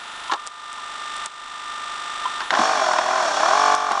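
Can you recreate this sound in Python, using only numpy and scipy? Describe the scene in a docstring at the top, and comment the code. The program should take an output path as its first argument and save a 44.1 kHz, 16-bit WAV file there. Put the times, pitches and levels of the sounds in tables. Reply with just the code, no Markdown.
"""Close to the open deck of a video recorder. From the start the head drum whirs and its motor whines
over capstan tones and mains hum, while two heads brush the tape on each turn. From 0.3 s a sprung lever
rings, the mechanism clunks and ticks, and three times the running sound dips. At 2.5 s the loading
motor starts and the carriage thuds. Meshing teeth drive the resonances of the gearbox; the motor slows
under load, knocking once per turn, and runs free again near 3.6 s."""
import sys
import numpy as np
from scipy import signal
from scipy.fft import irfft
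from scipy.io import wavfile

SR = 44100
rng = np.random.default_rng(int(sys.argv[2]) if len(sys.argv) > 2 else 0)


def persist_wave(psi):
    """Save psi, clipped to +-1, as 16-bit WAV."""
    counts = np.round(np.clip(psi, -1, 1) * 32767).astype(np.int16)
    wavfile.write(sys.argv[1], SR, np.atleast_2d(counts).T)


N = 176400
T = np.arange(N) / SR

# running drum: time_s, whir_db, brush_db, middle_whine_db
DRUM_LEVELS = [(0, -38, -60, -7), (.29, -36, -51.5, -20), (.38, -33.5, -46, 2), (.8, -33, -44, -0.5),
               (1.25, -32.5, -43.5, -0.5), (1.8, -33, -43.5, 0.5), (2.39, -32.5, -44.5, -1),
               (2.44, -32, -57, -10), (2.7, -46.5, -45, 1), (4, -39.5, -53.5, 7)]
# spectra of the whir, a head brushing the tape and a head meeting it: frequency_hz, density_db
WHIR_SPECTRUM = [(18, -45.5), (30, -19.5), (59, -31.5), (102, -28.5), (133, -31), (313, -21), (510, -22.5),
                 (605, -19.5), (651, -17), (701, -17.5), (754, -21), (811, -11.5), (1090, -11.5),
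                 (1200, -9.5), (1610, -13.5), (1820, -14.5), (2210, -18.5), (3510, -13.5), (4830, -26.5),
                 (5590, -24), (6470, -25.5), (7680, -24.5), (10300, -36), (13400, -67), (22000, -120)]
BRUSH_SPECTRUM = [(300, -43), (4800, -4.5), (6600, -17.5), (7500, -1.5), (8200, -2.5), (8700, -28.5),
                  (10500, -34)]
ENTRY_SPECTRUM = [(300, -15), (2500, 6.5), (4050, -16), (4700, -4.5), (5600, 6.5), (6300, -5.5),
                  (7000, -8.5), (10000, -41)]
# steady partials of the capstan, motor drive and mains: pitch_hz, level_db
CAPSTAN_TONES = [(29, -69), (706, -54.5), (881, -50.5), (1001, -51), (1234, -48.5), (1323, -46.5),
                 (1412, -49), (1428, -55)]
DRIVE_TONES = [(4797, -60), (5997, -76.5), (6795, -60.5), (8797, -64.5), (9196, -79), (9996, -59),
               (10396, -68)]
HUM_TONES = [(50, -74), (100, -71)]
# capstan loudness: time_s, gain_db
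CAPSTAN_GAIN = [(0, -0.5), (.3, 0.5), (.5, 6), (1.1, 3), (2.3, 5), (2.7, 0), (3.5, 9.5), (4, 4.5)]
# drum motor partials: multiple_of_drum_rate, level_db
WHINE_HARMONICS = [(46, -53), (48, -35), (54, -62), (72, -40.5), (74, -65), (144, -47), (162, -57.5),
                   (220, -61.5), (240, -58)]
# drum motor loudness: time_s, whine_gain_db, drive_gain_db
MOTOR_GAINS = [(0, -6, -2.5), (.3, -4, 0.5), (.39, 2, -2), (2.38, 2.5, -5.5), (2.46, 0.5, 2),
               (2.9, -3.5, -4), (4, -4.5, -6)]

# blows on a sprung lever: start_s, level_db
SPRING_STRIKES = [(0.296, -16.5), (0.781, -28), (2.2545, -12.5)]
# its modes: pitch_hz, level_db, t60_s
SPRING_MODES = [(1019, 6.5, 0.053), (1127, 4, 0.024), (854, -18.5, 0.074), (1380, -7, 0.066),
                (3150, -1, 0.019)]
# clunks of the mechanism, including a run of knocks, one per turn, from the loading motor under load
# (2.86 to 2.99 s): start_s, body_db, crack_db, body_t60_s
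MECHANISM_CLUNKS = [(0.3147, -31, -20.5, 0.017), (0.32, -13.5, -16, 0.047), (0.3356, -19.5, -17.5, 0.11),
                    (2.405, -34, -18, 0.049), (2.415, -27, -25, 0.085), (2.506, -21, -10.5, 0.062),
                    (2.538, -21, -13, 0.03), (2.551, -30, -16.5, 0.029), (2.588, -19.5, -15, .05),
                    (2.862, -15.5, -23, 0.031), (2.887, -13, -38, 0.011), (2.911, -11, -33, 0.011),
                    (2.9348, -9.5, -19, 0.012), (2.985, -13.5, -14.5, 0.051), (3.911, -17.5, -23, .05),
                    (3.918, -38, -18, .04)]
# spectra of a clunk's body, its crack and a tick: frequency_hz, density_db
CHASSIS_SPECTRUM = [(60, -31), (200, -28.5), (330, -3), (480, -11), (650, 2), (1050, 9), (1400, 1),
                    (2000, -43), (4000, -43), (10000, -70)]
CRACK_SPECTRUM = [(200, -22.5), (1000, 10.5), (1700, 12.5), (2400, -2.5), (3300, 4), (4200, -1.5),
                  (5200, -4.5), (7000, -11.5), (9000, -27.5), (11000, -39)]
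TICK_SPECTRUM = [(150, -15), (1000, 1), (3000, -9), (5000, 2), (7000, 3), (8200, 3), (9500, -1),
                 (11000, -29)]
# dips in the running sound: start_s, depth_db
LEVEL_DIPS = [(.345, 9.5), (0.482, 5.5), (1.269, 10)]
# light impacts: start_s, level_db
SHARP_TICKS = [(0.467, -24), (0.4734, -19.5), (0.73, -27.5), (1.1665, -26.5), (1.26, -16.5), (2.932, -26),
               (3.7505, -16), (3.919, -22.5)]

# loading motor shaft: time_s, turns_per_s
SHAFT_SPEED = [(2.5, 38), (2.56, 47), (2.65, 50.6), (2.73, 51.2), (2.82, 43.3), (2.9, 41), (2.98, 39.8),
               (3.07, 41.3), (3.17, 43.5), (3.24, 39), (3.31, 33), (3.39, 32.3), (3.48, 39.5), (3.55, 46.7),
               (3.63, 48.3), (3.78, 48.05), (3.87, 48.3), (3.96, 44.5)]
# gear train loudness: time_s, gears_db, hiss_db
GEAR_LEVELS = [(2.52, -20, -40), (2.61, -18, -30.5), (2.75, -20, -32.5), (2.9, -19.5, -33.5),
               (3.05, -21, -36), (3.24, -19.5, -33), (3.33, -22, -33), (3.46, -18, -31.5),
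               (3.6, -17.5, -30.5), (3.748, -17, -32), (3.758, -24.5, -37.5), (3.89, -23.5, -40),
               (4.0, -23.5, -39)]
# growl, mesh tones and knocks, each relative to gears_db: time_s, gain_db
GROWL_GAIN = [(2.5, -1.5), (2.8, -3.5), (2.9, -4), (3.05, -3), (3.4, -4), (3.6, -4.5), (3.88, -6), (4, -4)]
MESH_GAIN = [(2.5, -13.5), (2.7, -5), (2.95, -9.5), (3.15, -6.5), (3.4, -6.5), (3.55, -7), (3.65, -4),
             (3.86, -4), (4, -14.5)]
KNOCK_GAIN = [(2.5, -11), (2.66, -9.5), (2.8, -18), (2.86, -14), (3.0, -11), (3.1, -12), (3.38, -17),
              (3.46, -4.5), (3.6, -7.5), (3.75, -5), (3.88, -6.5), (4, -3)]
# irregular part of the force behind the growl: time_s, power_share
RATTLE_SHARE = [(2.5, 0), (2.7, 0.51), (2.8, 0.87), (3.1, 0.52), (3.45, 0.7), (3.63, 0.14), (3.86, 0.04),
                (3.92, 0.08), (4, 0.4)]
# gearbox response and gear hiss: frequency_hz, density_db
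GEARBOX_SPECTRUM = [(40, -57), (120, -30.5), (250, -19.5), (400, -13), (500, -15.5), (570, -9.5), (650, -1),
                    (830, 0.5), (920, -3.5), (1060, 3), (1210, -5.5), (1310, -4), (1480, -1), (1620, -5),
                    (1800, -9), (2050, -15), (3500, -21), (5000, -27.5), (10000, -66)]
HISS_SPECTRUM = [(200, -36), (1500, -10), (2400, -6), (2900, -7.5), (3400, -1.5), (3900, -3.5),
                 (4400, -6.5), (4950, -5), (5550, -2.5), (6200, -3.5), (7200, -6.5), (8200, -15),
                 (9300, -16.5), (10500, -28)]
# partials of the meshing force: multiple_of_shaft_rate, level_db
MESH_HARMONICS = [(4, -11), (6, -3.5), (9, 5), (12, -3.5), (13, -8.5), (15, -1), (16, -8), (18, 2), (24, 3),
                  (30, -1.5), (36, -0.5), (48, 3.5)]
# worm gear modes: pitch_hz, level_db, t60_s
WORM_MODES = [(1121, 2.5, 0.019), (1500, -17, 0.028), (797, -8.5, 0.046)]
# metal parts that the gears set ringing: pitch_hz, bandwidth_hz, level_re_hiss_db
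METAL_RESONANCES = [(2375, 48, -10), (2865, 55, -14.5), (3337, 64, -8), (4377, 110, -9), (5505, 89, -6),
                    (5910, 150, -13)]
# carriage impacts: start_s, level_db
CARRIAGE_THUDS = [(2.52, -34), (2.589, -22), (2.768, -37), (3.911, -42)]
# their spectrum: frequency_hz, density_db
THUD_SPECTRUM = [(40, -23), (130, -15), (220, 6), (290, 3.5), (450, -11), (2000, -61)]

DRUM_HZ, MOTOR_ON_S = 25, 2.505


def amp(db):
    """Amplitude ratio of a level in decibels."""
    return 10 ** (np.asarray(db) / 20)


def unit(x):
    """Normalisation to rms 1."""
    return x / np.sqrt(np.mean(x ** 2) + 1e-20)


def curve(rows, column=1):
    """Linear interpolation of a timed table at every sample."""
    rows = np.array(rows)
    return np.interp(T, rows[:, 0], rows[:, column])


def add(mix, start_s, sound):
    """Superposition of a delayed sound on the mix."""
    part = mix[round(start_s * SR):][:len(sound)]
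    part += sound[:len(part)]


def colour(x, spectrum, size=8192):
    """Minimum-phase filtering by the given spectrum; rms 1."""
    points_hz, db = np.transpose(spectrum)
    hz = abs(np.fft.fftfreq(size, 1 / SR))
    log_gain = np.log(amp(np.interp(np.log(hz + 1), np.log(points_hz), db)))
    response = np.fft.ifft(np.exp(np.conj(signal.hilbert(log_gain)))).real[:size // 2]
    return unit(signal.oaconvolve(x, response)[:len(x)])


def resonate(x, hz, width_hz):
    """Forced response of one resonance with peak gain 1."""
    return signal.lfilter(*signal.iirpeak(hz, hz / width_hz, SR), x)


def noise():
    """Gaussian white noise."""
    return rng.standard_normal(N)


def revolving(turns, scatter_rad, count=420, size=8192):
    """Periodic force of a rough rotating surface; little phase scatter gives one knock per turn."""
    surface = irfft(np.r_[0, np.exp(1j * scatter_rad * rng.standard_normal(count))], size)
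    return unit(np.interp(turns % 1, np.arange(size) / size, surface))


def tone(cycles):
    """Simple harmonic motion of random phase; rms 1."""
    return np.sqrt(2) * np.sin(2 * np.pi * (cycles + rng.random()))


def partials(rows, base):
    """Superposed sines: rates in hertz on a base of seconds, or multiples on a base of turns."""
    return sum(amp(db) * tone(rate * base) for rate, db in rows)


def blend(a, b, share):
    """Incoherent signals add in power; b takes the given share."""
    share = np.clip(share, 0, 1)
    return np.sqrt(1 - share) * a + np.sqrt(share) * b


def ring(modes, rise_s, size):
    """Free vibration: each mode decays exponentially."""
    t = T[:size]
    vibration = sum(amp(db - 60 * t / t60_s) * np.sin(2 * np.pi * hz * t) for hz, db, t60_s in modes)
    return vibration * (1 - np.exp(-t / rise_s))


def impact(spectrum, t60_s, blow=3.8, size=12000):
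    """An impulse excites dense modes that decay together like fading noise."""
    fade = amp(-60 * T[:size] / t60_s)
    force = rng.choice([-1., 1.], size) * fade
    force[0] += blow
    return colour(force, spectrum) * np.sqrt(np.mean(fade ** 2))


def drum_whir(turns):
    """Rotation makes partly periodic noise, amplitude-modulated twice per turn."""
    rub = blend(noise(), revolving(turns, 10.22), 0.58)
    throb = 1 + 0.076 * np.cos(4 * np.pi * turns)
    softened = [(hz, db - 2.5 * (hz > 5000)) for hz, db in WHIR_SPECTRUM]
    return amp(curve(DRUM_LEVELS)) * colour(rub * throb, softened)


def capstan():
    """Steady rotation gives partials of fixed pitch, which swell and fade together."""
    return amp(curve(CAPSTAN_GAIN)) * partials(CAPSTAN_TONES, T)


def tape_heads(turns):
    """Friction in pulses: each of two heads rasps as it meets the tape, then brushes along it."""
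    period_s = 0.5 / DRUM_HZ

    def contact(spectrum, at_s, width_s):
        """Surface roughness excites noise under a Gaussian envelope at each pass."""
        offset_s = (T - at_s + period_s / 2) % period_s - period_s / 2
        surface = blend(revolving(2 * turns, 10.97, count=210), revolving(turns, 10.04), 0.3)
        grain = blend(surface, noise(), 0.11)
        return colour(grain * np.exp(-0.5 * (offset_s / width_s) ** 2), spectrum)

    brush = contact(BRUSH_SPECTRUM, at_s=0.0019, width_s=0.0024)
    rasp = amp(1) * contact(ENTRY_SPECTRUM, at_s=0.01735, width_s=0.0028)
    balance = np.where(T < 0.4, 1 + np.cos(2 * np.pi * turns), 1)  # one head dominates at first
    return amp(curve(DRUM_LEVELS, 2)) * (brush + rasp) * balance


def flutter(rms_db=1.3, fastest_hz=22.01):
    """Random amplitude modulation: a gain that wavers with a sum of slow sines."""
    return amp(rms_db * unit(sum(tone(hz * T) for hz in rng.uniform(0, fastest_hz, 24))))


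def drum_motor(turns):
    """Harmonics of the rotation rate make a whine, beside the thin fixed tones of the drive."""
    middle_gain = amp(curve(DRUM_LEVELS, 3)) * (1 + 0.3 * np.cos(4 * np.pi * turns))
    whine = sum(amp(db) * tone(k * turns) * (middle_gain if 1000 < k * DRUM_HZ < 1500 else 1)
                for k, db in WHINE_HARMONICS)
    drive = partials(DRIVE_TONES, T)
    return amp(curve(MOTOR_GAINS)) * flutter() * whine + amp(curve(MOTOR_GAINS, 2)) * drive


def mains_hum():
    """Alternating current hums at its fundamental and second harmonic."""
    return partials(HUM_TONES, T)


def mechanism_impacts():
    """Impact excitation: a spring rings in a few modes; clunks, motor knocks and ticks in many."""
    out = np.zeros(N)
    spring = ring(SPRING_MODES, rise_s=0.0038, size=SR // 2)
    for start_s, db in SPRING_STRIKES:
        add(out, start_s, amp(db) * spring)
    for start_s, body_db, crack_db, body_t60_s in MECHANISM_CLUNKS:
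        add(out, start_s, amp(body_db) * impact(CHASSIS_SPECTRUM, body_t60_s))
        add(out, start_s, amp(crack_db) * impact(CRACK_SPECTRUM, t60_s=0.032))
    for start_s, db in SHARP_TICKS:
        add(out, start_s, amp(db) * impact(TICK_SPECTRUM, t60_s=0.0073))
    return out


def dip_gain(fall_s=0.0083, recover_s=0.42):
    """Exponential relaxation: the level drops quickly at set times and creeps back."""
    dip_db = 0
    for start_s, depth_db in LEVEL_DIPS:
        age_s = np.maximum(T - start_s, 0)
        dip_db += depth_db * np.minimum(age_s / fall_s, 1) * np.exp(-age_s / recover_s)
    return amp(-dip_db)


def gear_teeth(turns, throb):
    """Forced vibration: meshing and rattling teeth drive the gearbox; a panel booms under load."""
    share = curve(RATTLE_SHARE)
    rattle = unit(noise() * (1 + 0.57 * throb))
    growl = colour(blend(revolving(turns, scatter_rad=1.66), rattle, share), GEARBOX_SPECTRUM)
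    mesh = colour(partials(MESH_HARMONICS, turns), GEARBOX_SPECTRUM)
    gears = (amp(curve(GROWL_GAIN)) * growl + amp(curve(MESH_GAIN)) * mesh) * (1 + 0.067 * throb)
    panel = 1.8 * share * resonate(gears, hz=632, width_hz=41)
    return gears + panel


def worm_knocks(turns):
    """An impulse train, one knock per turn, rings the worm gear; rattle makes the knocks uneven."""
    whole_turns = np.floor(turns)
    running = T > MOTOR_ON_S
    strengths = amp(4 * curve(RATTLE_SHARE) * noise())
    impulses = np.diff(whole_turns, prepend=whole_turns[0]) * strengths * running
    knocks = signal.oaconvolve(impulses, ring(WORM_MODES, rise_s=0.001, size=3000))[:N]
    return amp(curve(KNOCK_GAIN)) * unit(knocks) * np.sqrt(np.mean(running))


def gear_hiss(turns, throb):
    """Broadband gear noise pulses with the shaft, and metal parts resonate in narrow bands."""
    rub = blend(noise(), revolving(turns, 10.14), 0.45) * (1 + 0.19 * throb)
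    metal = sum(amp(db) * unit(resonate(noise(), hz, width_hz)) for hz, width_hz, db in METAL_RESONANCES)
    return colour(rub, HISS_SPECTRUM) + metal


def loading_motor(knock_at_s=3.7215, rise_s=0.025):
    """Shaft angle, the integral of speed, keeps teeth, knocks and hiss in phase."""
    turns = np.cumsum(curve(SHAFT_SPEED)) / SR
    turns -= np.interp(knock_at_s, T, turns)
    throb = np.cos(2 * np.pi * turns)  # peaks at each worm knock
    gears = amp(curve(GEAR_LEVELS)) * (gear_teeth(turns, throb) + worm_knocks(turns))
    hiss = amp(curve(GEAR_LEVELS, 2)) * gear_hiss(turns, throb)
    return np.clip((T - MOTOR_ON_S) / rise_s, 0, 1) * (gears + hiss)


def carriage():
    """Impacts of the carriage excite low, damped modes, heard as thuds."""
    out = np.zeros(N)
    for start_s, db in CARRIAGE_THUDS:
        add(out, start_s, amp(db) * impact(THUD_SPECTRUM, t60_s=0.11))
    return out


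def scene():
    """Superposition of all sources in one channel; only the running sound dips."""
    turns = DRUM_HZ * T
    running = drum_whir(turns) + capstan() + tape_heads(turns) + drum_motor(turns) + mains_hum()
    return (running * dip_gain() + mechanism_impacts() + loading_motor() + carriage())[None]


def record(dry, cutoff_hz=10700):
    """Linear-phase low-pass filtering removes the highest treble."""
    lowpass = signal.firwin(401, cutoff_hz, window=("kaiser", 8), fs=SR)
    return signal.oaconvolve(dry, lowpass[None], "same")


dry = scene()
out = record(dry)
persist_wave(out)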